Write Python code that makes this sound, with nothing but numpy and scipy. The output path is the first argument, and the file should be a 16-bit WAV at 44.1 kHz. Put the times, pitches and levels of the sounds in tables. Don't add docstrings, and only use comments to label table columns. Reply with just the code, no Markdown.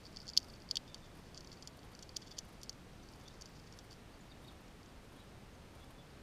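import sys
import numpy as np
from scipy import signal
from scipy.fft import rfft, irfft, next_fast_len
from scipy.io import wavfile
from scipy.ndimage import uniform_filter1d

SR = 44100
rng = np.random.default_rng(int(sys.argv[2]) if len(sys.argv) > 2 else 0)


def ratio_of_db(decibels):
    return 10 ** (np.asarray(decibels, float) / 20)


def to_wav(s):
    ch = np.atleast_2d(s).T
    pcm = np.round(np.clip(ch, -1, 1) * 32767)
    wavfile.write(sys.argv[1], SR, pcm.astype(np.int16))


N = 274593


def rms_one(x):
    return x / np.sqrt(np.mean(x ** 2) + 1e-20)


def coloured(spectrum):
    hz, db = np.transpose(spectrum)
    size = next_fast_len(N)
    log_hz = np.log(np.arange(size // 2 + 1) * SR / size + 1)
    gain = ratio_of_db(np.interp(log_hz, np.log(hz), db))
    white = rng.standard_normal(size)
    return rms_one(irfft(rfft(white) * gain, size)[:N])


# frequency in Hz, level in dB per Hz.
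YARD_SPECTRUM = [(9, -17), (15, -2.5), (50, -2), (130, -4), (220, -7), (460, -12.5), (1020, -18.5),
                 (2180, -23), (4650, -28), (7800, -35), (8700, -34), (9600, -37.5), (14300, -42.5),
                 (15600, -49.5)]


def yard():
    yard_db = -56
    return ratio_of_db(yard_db) * coloured(YARD_SPECTRUM)


def ring(clicks, hz, t60):
    radius = ratio_of_db(-60 / (t60 * SR))
    turn = 2 * np.pi * hz / SR
    return signal.lfilter([0, np.sin(turn)], [1, -2 * radius * np.cos(turn), radius * radius], clicks + 1e-18)


def fracture(x, hz, width_hz):
    radius = np.exp(-np.pi * width_hz / SR)
    b = (1 - radius * radius) / 2 * np.array([1, 0, -1])
    a = [1, -2 * radius * np.cos(2 * np.pi * hz / SR), radius * radius]
    return signal.lfilter(b, a, signal.lfilter(b, a, x))


def family(modes, at, level_db, scatter_db, crumble_s):
    chance = rng.standard_normal((len(at), len(modes)))
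    late = rng.random((len(at), len(modes)))
    out = 0
    for k, (hz, mode_db, t60) in enumerate(modes):
        clicks = np.zeros(N + SR)
        struck_at = at + (late[:, k] * crumble_s * SR).astype(int)
        np.add.at(clicks, struck_at, ratio_of_db(level_db + mode_db + scatter_db * chance[:, k]))
        out = out + ring(clicks[:N], hz, t60)
    return out


# frequency in Hz, level in dB, fading time (t60) in seconds.
HOLLOW_MODES = [(2670, -4, 0.011), (2975, -4.5, 0.0141), (3262.6, 1, 0.0171), (3520, -1, 0.0169),
                (3750, -6, 0.021)]
BODY_MODES = [(4400, -19, 0.00907), (4562.6, 0.5, 0.01306), (4950, -15.5, 0.0043), (5210, 10.5, 0.00437)]
UPPER_MODES = [(5580, 1.5, 0.0185), (5986, -1.5, 0.0205), (6356, -2.5, 0.0116), (6938, 2.5, 0.0104),
               (7320, 3.5, 0.006)]
SPLINTER_MODES = [(8250, 6, 0.0058), (9000, 2.5, 0.005), (9544, -2, 0.0079), (10690, 4.5, 0.0048),
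                  (10900, -6.5, 0.006), (11960, 6, 0.00574), (13640, 10, 0.0042), (15050, 3, 0.0044)]


def shell(at, level_db, hollow_db, upper_db, bright_db, scatter_db):
    crumble_s = np.clip(-(level_db + 42) * .00018, 0, .004)
    splinter_spread_s = .0013
    hollow = family(HOLLOW_MODES, at, level_db + hollow_db - .2, scatter_db, crumble_s)
    body = family(BODY_MODES, at, level_db - .1, scatter_db, crumble_s)
    upper = family(UPPER_MODES, at, level_db + upper_db - 3.0, scatter_db, crumble_s + .0004)
    bright = family(SPLINTER_MODES, at, level_db + bright_db - 4.0, scatter_db, crumble_s + splinter_spread_s)
    low = fracture(hollow, 3306, 1220) - fracture(body, 4621, 1037)
    return low + fracture(upper, 6016, 2620) - fracture(bright, 8940, 7970)


# time in seconds, level in dB.
SCRAPE_LEVEL = [(0.0, -67.5), (0.13, -70.5), (0.37, -67), (0.49, -73.5), (0.71, -75.5), (1.11, -78),
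                (1.29, -70), (1.5, -68.5), (1.83, -78), (2.18, -69.5), (2.43, -74.5), (2.78, -87),
                (3.07, -72.5), (3.2, -71), (3.56, -71), (4.0, -80.5)]


def scraping(per_s=640.0):
    at = np.flatnonzero(rng.random(N) < per_s / SR)
    s, db = np.transpose(SCRAPE_LEVEL)
    uneven_db = 4.54 * np.minimum(rng.exponential(1, len(at)), 4)
    level_db = np.interp(at / SR, s, db, right=-120) - 10.0 + uneven_db
    return shell(at, level_db, -16.0, -2.8, -17.5, scatter_db=3.0)


# first spit in seconds, gap between spits in seconds, level in dB.
BURSTS = [(0.009, 0.108, -73.5), (0.444, 0.0422, -67), (1.155, 0.0201, -69), (1.773, 0.075, -67),
          (2.452, 0.0387, -66.5), (3.122, 0.0383, -69.5), (3.775, 0.0717, -67.5), (4.443, 0.0384, -69),
          (5.13, 0.0352, -70), (5.755, 0.045, -68)]
SPIT_DB = [1.63, 1.77, 0.5, -11.5]
# time in seconds, level in dB.
STRAY_SPITS = [(0.632, -73.5), (3.241, -68.5), (3.498, -69.5), (4.424, -70), (4.613, -69), (5.049, -68.5),
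               (5.246, -71.5), (5.776, -75.5), (5.91, -64)]
# frequency in Hz, level in dB per Hz.
SPRAY_SPECTRUM = [(500, -15), (1150, 13), (2000, 3.5), (7500, -7.5), (9000, 1.5), (12000, -3),
                  (14500, -5.5), (16000, -19.5)]
SPLASH_SPECTRUM = [(400, -28.5), (700, 11.5), (1150, 8), (1900, -5.5), (5000, -12), (7500, -24)]


def sprinkler(width_s=0.01103):
    t = np.arange(N) / SR
    puffs = np.zeros(N)
    for s, gap, db in BURSTS:
        for k, spit_db in enumerate(SPIT_DB):
            puffs += ratio_of_db(db + 0.5 + spit_db) * np.exp(-((t - s - k * gap) / width_s) ** 2 * 2)
    for s, db in STRAY_SPITS:
        puffs += ratio_of_db(db) * np.exp(-((t - s) / width_s) ** 2 * 2)
    hiss = puffs * coloured(SPRAY_SPECTRUM)
    landing = ratio_of_db(4.0) * uniform_filter1d(puffs, size=1500)
    return hiss + landing * coloured(SPLASH_SPECTRUM)


# time in seconds, level in dB, upper
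# modes in dB against that level.
NIBBLES = [(0.0385, -58.5, -17.5), (0.1438, -57, -16.5), (0.1964, -62, -8.5), (0.2164, -55, -2.5),
           (0.3105, -59.5, -16), (0.4119, -59, -10.5), (0.5342, -54, -14), (0.5587, -59, -3),
           (0.6182, -56.5, -2), (0.7014, -54.5, -8.5), (0.8776, -52, -18.5), (0.9783, -61.5, 1),
           (1.2752, -62, -7), (1.3533, -56.5, -2), (1.369, -54, -4), (1.4451, -54, -2.5),
           (1.4981, -62.5, -9), (1.5699, -60.5, -10.5), (1.9309, -56, -17), (2.2798, -57, -10),
           (2.31, -53, -7), (2.6432, -56, -13.5), (2.6577, -58.5, -13.5), (3.21, -58.5, -4),
           (3.3353, -64, 1.5), (3.5517, -60.5, -4), (3.6723, -57, -4.5), (3.7353, -58.5, -1),
           (3.9366, -60, -3), (4.8299, -59, -14)]
MORE_NIBBLES = [(3.1974, -58.5, -6.5), (3.278, -59.5, 0), (3.5318, -65.5, -8), (3.5665, -65.5, 2.5),
                (3.6986, -66, -7.5), (4.6791, -65.5, 4), (4.8574, -62, 2.5), (4.89, -62, -14.5),
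                (5.55, -64, -15), (5.84, -65, -15), (6.1031, -63.5, -7.5)]


def nibbles():
    s, level_db, upper_db = np.transpose(list(NIBBLES) + list(MORE_NIBBLES))
    at = np.round(s * SR).astype(int)
    return shell(at, level_db, -9.0, upper_db, -20.5, scatter_db=3.5)


# start in seconds, length in seconds, level in dB.
RASPS = [(0.04, .03, -70), (0.874, 0.0226, -62), (1.035, 0.0286, -62), (1.513, 0.026, -56.5),
         (2.215, 0.0186, -56.5), (2.261, 0.0198, -54.5), (2.306, 0.0186, -56.5), (2.363, .02, -55),
         (3.547, 0.0254, -66.5), (3.662, 0.02, -63), (3.901, 0.029, -61.5)]


def rasping(per_s=770.0):
    at = np.flatnonzero(rng.random(N) < per_s / SR)
    level_db = np.full(len(at), -140.)
    for s, length, db in RASPS:
        level_db[(at > s * SR) & (at < (s + length) * SR)] = db - 7.0
    return shell(at, level_db, -6.0, -3.5, -28.5, scatter_db=1.5)


# time in seconds, level in dB, then hollow modes, upper modes
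# and bright splinters, each in dB against that level.
CRACKS = [(0.17, -38, -13, -10.5, -33.5), (0.279, -42, -13.5, -5, -23.5), (0.2854, -42, -14.5, -9.5, -27.5),
          (0.2903, -38, -17, -7.5, -27.5), (0.3337, -44, -16, -12.5, -27), (0.3673, -33, -5, -5.5, -22.5),
          (0.3746, -13, -14, -10.5, -22.5), (0.7112, -22, -19.5, -12, -25), (0.756, -33.5, -5.5, 0, -18),
          (0.7695, -26.5, -6, -11.5, -19.5), (0.9442, -37.5, -7.5, -7.5, -19.5),
          (1.376, -42.5, -10.5, -2, -21), (1.6239, -46.5, -9.5, -3, -17), (1.6739, -41.5, -10.5, -1.5, -13),
          (2.024, -58, 1.5, 13, 0), (2.1639, -41.5, -13.5, -1, -23.5), (2.167, -34.5, -4, 3.5, -10),
          (2.3839, -42, -5.5, -5, -17.5), (2.3875, -36, -9, 1.5, -12.5), (2.632, -43.5, -7.5, 0, -7),
          (2.6943, -35.5, -16, 2, -17), (3.411, -49.5, -12, 2, -9.5), (3.4568, -48.5, -12.5, -2.5, -13.5),
          (3.788, -50.5, -4, 1.5, -11.5)]
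# time in seconds, level in dB, upper modes in dB against that level.
FIRST_BITES = [(0.049, -54.5, -24), (0.054, -47.5, -20), (0.06, -49, -21), (0.0656, -48.5, -26),
               (0.1615, -45.5, -7), (0.1876, -54, -14), (0.2016, -48.5, -21), (0.2075, -53, -20.5),
               (0.2285, -51.5, -19), (0.2626, -70.5, -22), (0.2683, -43.5, -16), (0.2742, -58.5, -10.5),
               (0.299, -43, -9), (0.391, -52, -2), (0.4, -51.5, -1.5), (0.4175, -57.5, -16),
               (0.428, -54, -1), (0.4444, -56, -6.5), (0.4842, -55.5, -20.5), (0.491, -57.5, -18.5),
               (0.4979, -52, -29), (0.5019, -56, -8), (0.538, -51.5, -18.5), (0.6006, -59, -6),
               (0.6886, -50, -13), (0.7051, -53.5, -9.5)]
LATER_BITES = [(1.345, -47.5, -11.5), (1.4062, -47.5, -3), (1.4724, -53, -5.5), (1.517, -48.5, -18.5),
               (1.527, -48.5, -7), (1.5314, -54, -9.5), (1.7897, -57.5, -5), (1.8304, -51.5, -14.5),
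               (1.9496, -52, -1), (1.9907, -47.5, -5), (2.0307, -48.5, -12.5), (2.0915, -48, -7),
               (2.1598, -54.5, -7), (2.221, -49.5, -14), (2.2263, -53.5, -14), (2.2713, -51, -14),
               (2.3146, -46, -13), (2.3212, -54.5, -12.5), (2.3694, -57, -7.5), (2.614, -54, 1),
               (2.7273, -52.5, -8), (3.087, -53.5, -3.5), (3.135, -53, -11.5), (3.282, -51, -2),
               (3.4205, -47.5, 1.5), (3.5969, -52.5, -9), (3.7236, -55.5, 1), (3.909, -52.5, -3.5),
               (3.919, -53, -11), (3.928, -50, -8.5)]


def all_snaps():
    cracks = np.array(CRACKS)
    crumb_late_s, crumb_loss_db, crumb_top_db = .0046, 8.5, -54
    crumbs = cracks + [crumb_late_s, 0, 0, 0, 0]
    crumbs[:, 1] = np.minimum(cracks[:, 1] - crumb_loss_db, crumb_top_db)
    whole_hollow_db, opened_hollow_db = -17.5, -11
    bites = []
    for rows, hollow_db in [(FIRST_BITES, whole_hollow_db), (LATER_BITES, opened_hollow_db)]:
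        for s, db, upper_db in rows:
            bright_db = -15 + .35 * upper_db
            bites.append((s, db, hollow_db, upper_db, bright_db))
    return np.vstack([cracks, crumbs, bites]).T


def snaps():
    s, *levels = all_snaps()
    return shell(np.round(s * SR).astype(int), *levels, scatter_db=2.6)


# frequency in Hz, level in dB, fading time (t60) in seconds.
KNOCK_MODES = [(1600, -35.5, 0.0094), (2075, -38, 0.0089)]


def knock():
    s, level_db, hollow_db = all_snaps()[:3]
    clicks = np.zeros(N)
    clicks[np.round(s * SR).astype(int)] = ratio_of_db(level_db + hollow_db + 12.5)
    thud = sum(ratio_of_db(db) * ring(clicks, hz, t60) for hz, db, t60 in KNOCK_MODES)
    return fracture(thud, 1900, 1200)


def stones(x):
    dull = signal.lfilter([.6], [1, -.4], x)
    out = x.copy()
    for lag_s, db in [(.0026, -15), (.0047, -14), (.0071, -27), (.0112, -30.5), (.0155, -38)]:
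        lag = round(lag_s * SR)
        out[lag:] += ratio_of_db(db) * dull[:-lag]
    return out


# start in seconds, length in seconds, start pitch in Hz,
# end pitch in Hz, level in dB.
CHIRPS = [(.875, 0.063, 3620, 3520, -71.5), (1.016, 0.065, 3600, 3560, -74),
          (2.309, 0.0216, 3540, 3415, -64.5), (2.992, 0.0135, 3800, 3575, -72),
          (3.025, .018, 5800, 6220, -73), (3.035, .015, 4450, 4410, -74.5),
          (3.253, 0.02, 3490, 3450, -69.5), (3.271, .02, 3600, 3780, -68), (3.304, 0.0114, 3880, 3590, -70),
          (4.132, 0.0216, 4680, 4450, -72), (4.207, 0.0086, 7050, 6930, -69),
          (4.294, 0.0317, 4700, 4545, -71.5), (4.313, 0.0156, 3800, 3580, -66),
          (4.327, 0.0117, 3520, 3450, -76), (4.441, 0.0194, 3670, 3750, -70.5),
          (4.467, 0.0217, 4500, 4400, -69.5), (4.478, 0.0206, 3780, 3652, -65),
          (4.486, 0.0263, 3500, 3258, -72.5), (5.162, 0.0156, 3250, 3350, -72),
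          (5.201, 0.059, 3250, 3280, -77.5), (5.175, 0.057, 3750, 3890, -73), (5.53, .035, 6600, 6100, -78),
          (5.797, 0.059, 3400, 3446, -74.5), (5.975, 0.051, 3500, 3426, -73)]


def sparrows(blur_hz=230.):
    out = np.zeros(N)
    for s, length, start_hz, end_hz, db in CHIRPS:
        n = round(length * SR)
        phase = 2 * np.pi * np.cumsum(np.linspace(start_hz, end_hz, n)) / SR
        out[round(s * SR):][:n] += ratio_of_db(db + 6.5) * np.hanning(n) ** 0.226 * np.sin(phase)
    slow = signal.butter(2, blur_hz, fs=SR, output="sos")
    leaves = rms_one(signal.sosfilt(slow, rng.standard_normal(N)))
    out = out * (.8 + .55 * leaves)
    tail_n = round(.12 * SR)
    tail = rng.standard_normal(tail_n) * ratio_of_db(-60 * np.arange(tail_n) / SR / 0.53)
    return out + ratio_of_db(-40) * signal.fftconvolve(out, tail)[:N]


def scene():
    teeth = snaps() + nibbles() + scraping() + rasping()
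    no_bass = signal.butter(2, 2300, "high", fs=SR, output="sos")
    nut = stones(signal.sosfilt(no_bass, teeth)) + knock()
    return (nut + sprinkler() + sparrows() + yard())[None]


def roll_off(x):
    return signal.sosfilt(signal.butter(12, 15250, fs=SR, output="sos"), x)


def record(dry):
    size = next_fast_len(N)
    hz = np.arange(size // 2 + 1) * SR / size
    top = irfft(rfft(dry, size) * (hz > 13000), size)[:, :N]
    t = np.arange(N) / SR
    before_s, after_s = .03, .014
    near_crack = np.zeros(N, bool)
    for s in np.transpose(CRACKS)[0]:
        near_crack |= (t > s - before_s) & (t < s + after_s)
    faint = uniform_filter1d(top[0] ** 2, size=128) < ratio_of_db(-77) ** 2
    lost = uniform_filter1d((near_crack & faint) * 1., size=96)
    return roll_off(dry - top * lost)


dry = scene()
out = record(dry)
to_wav(out)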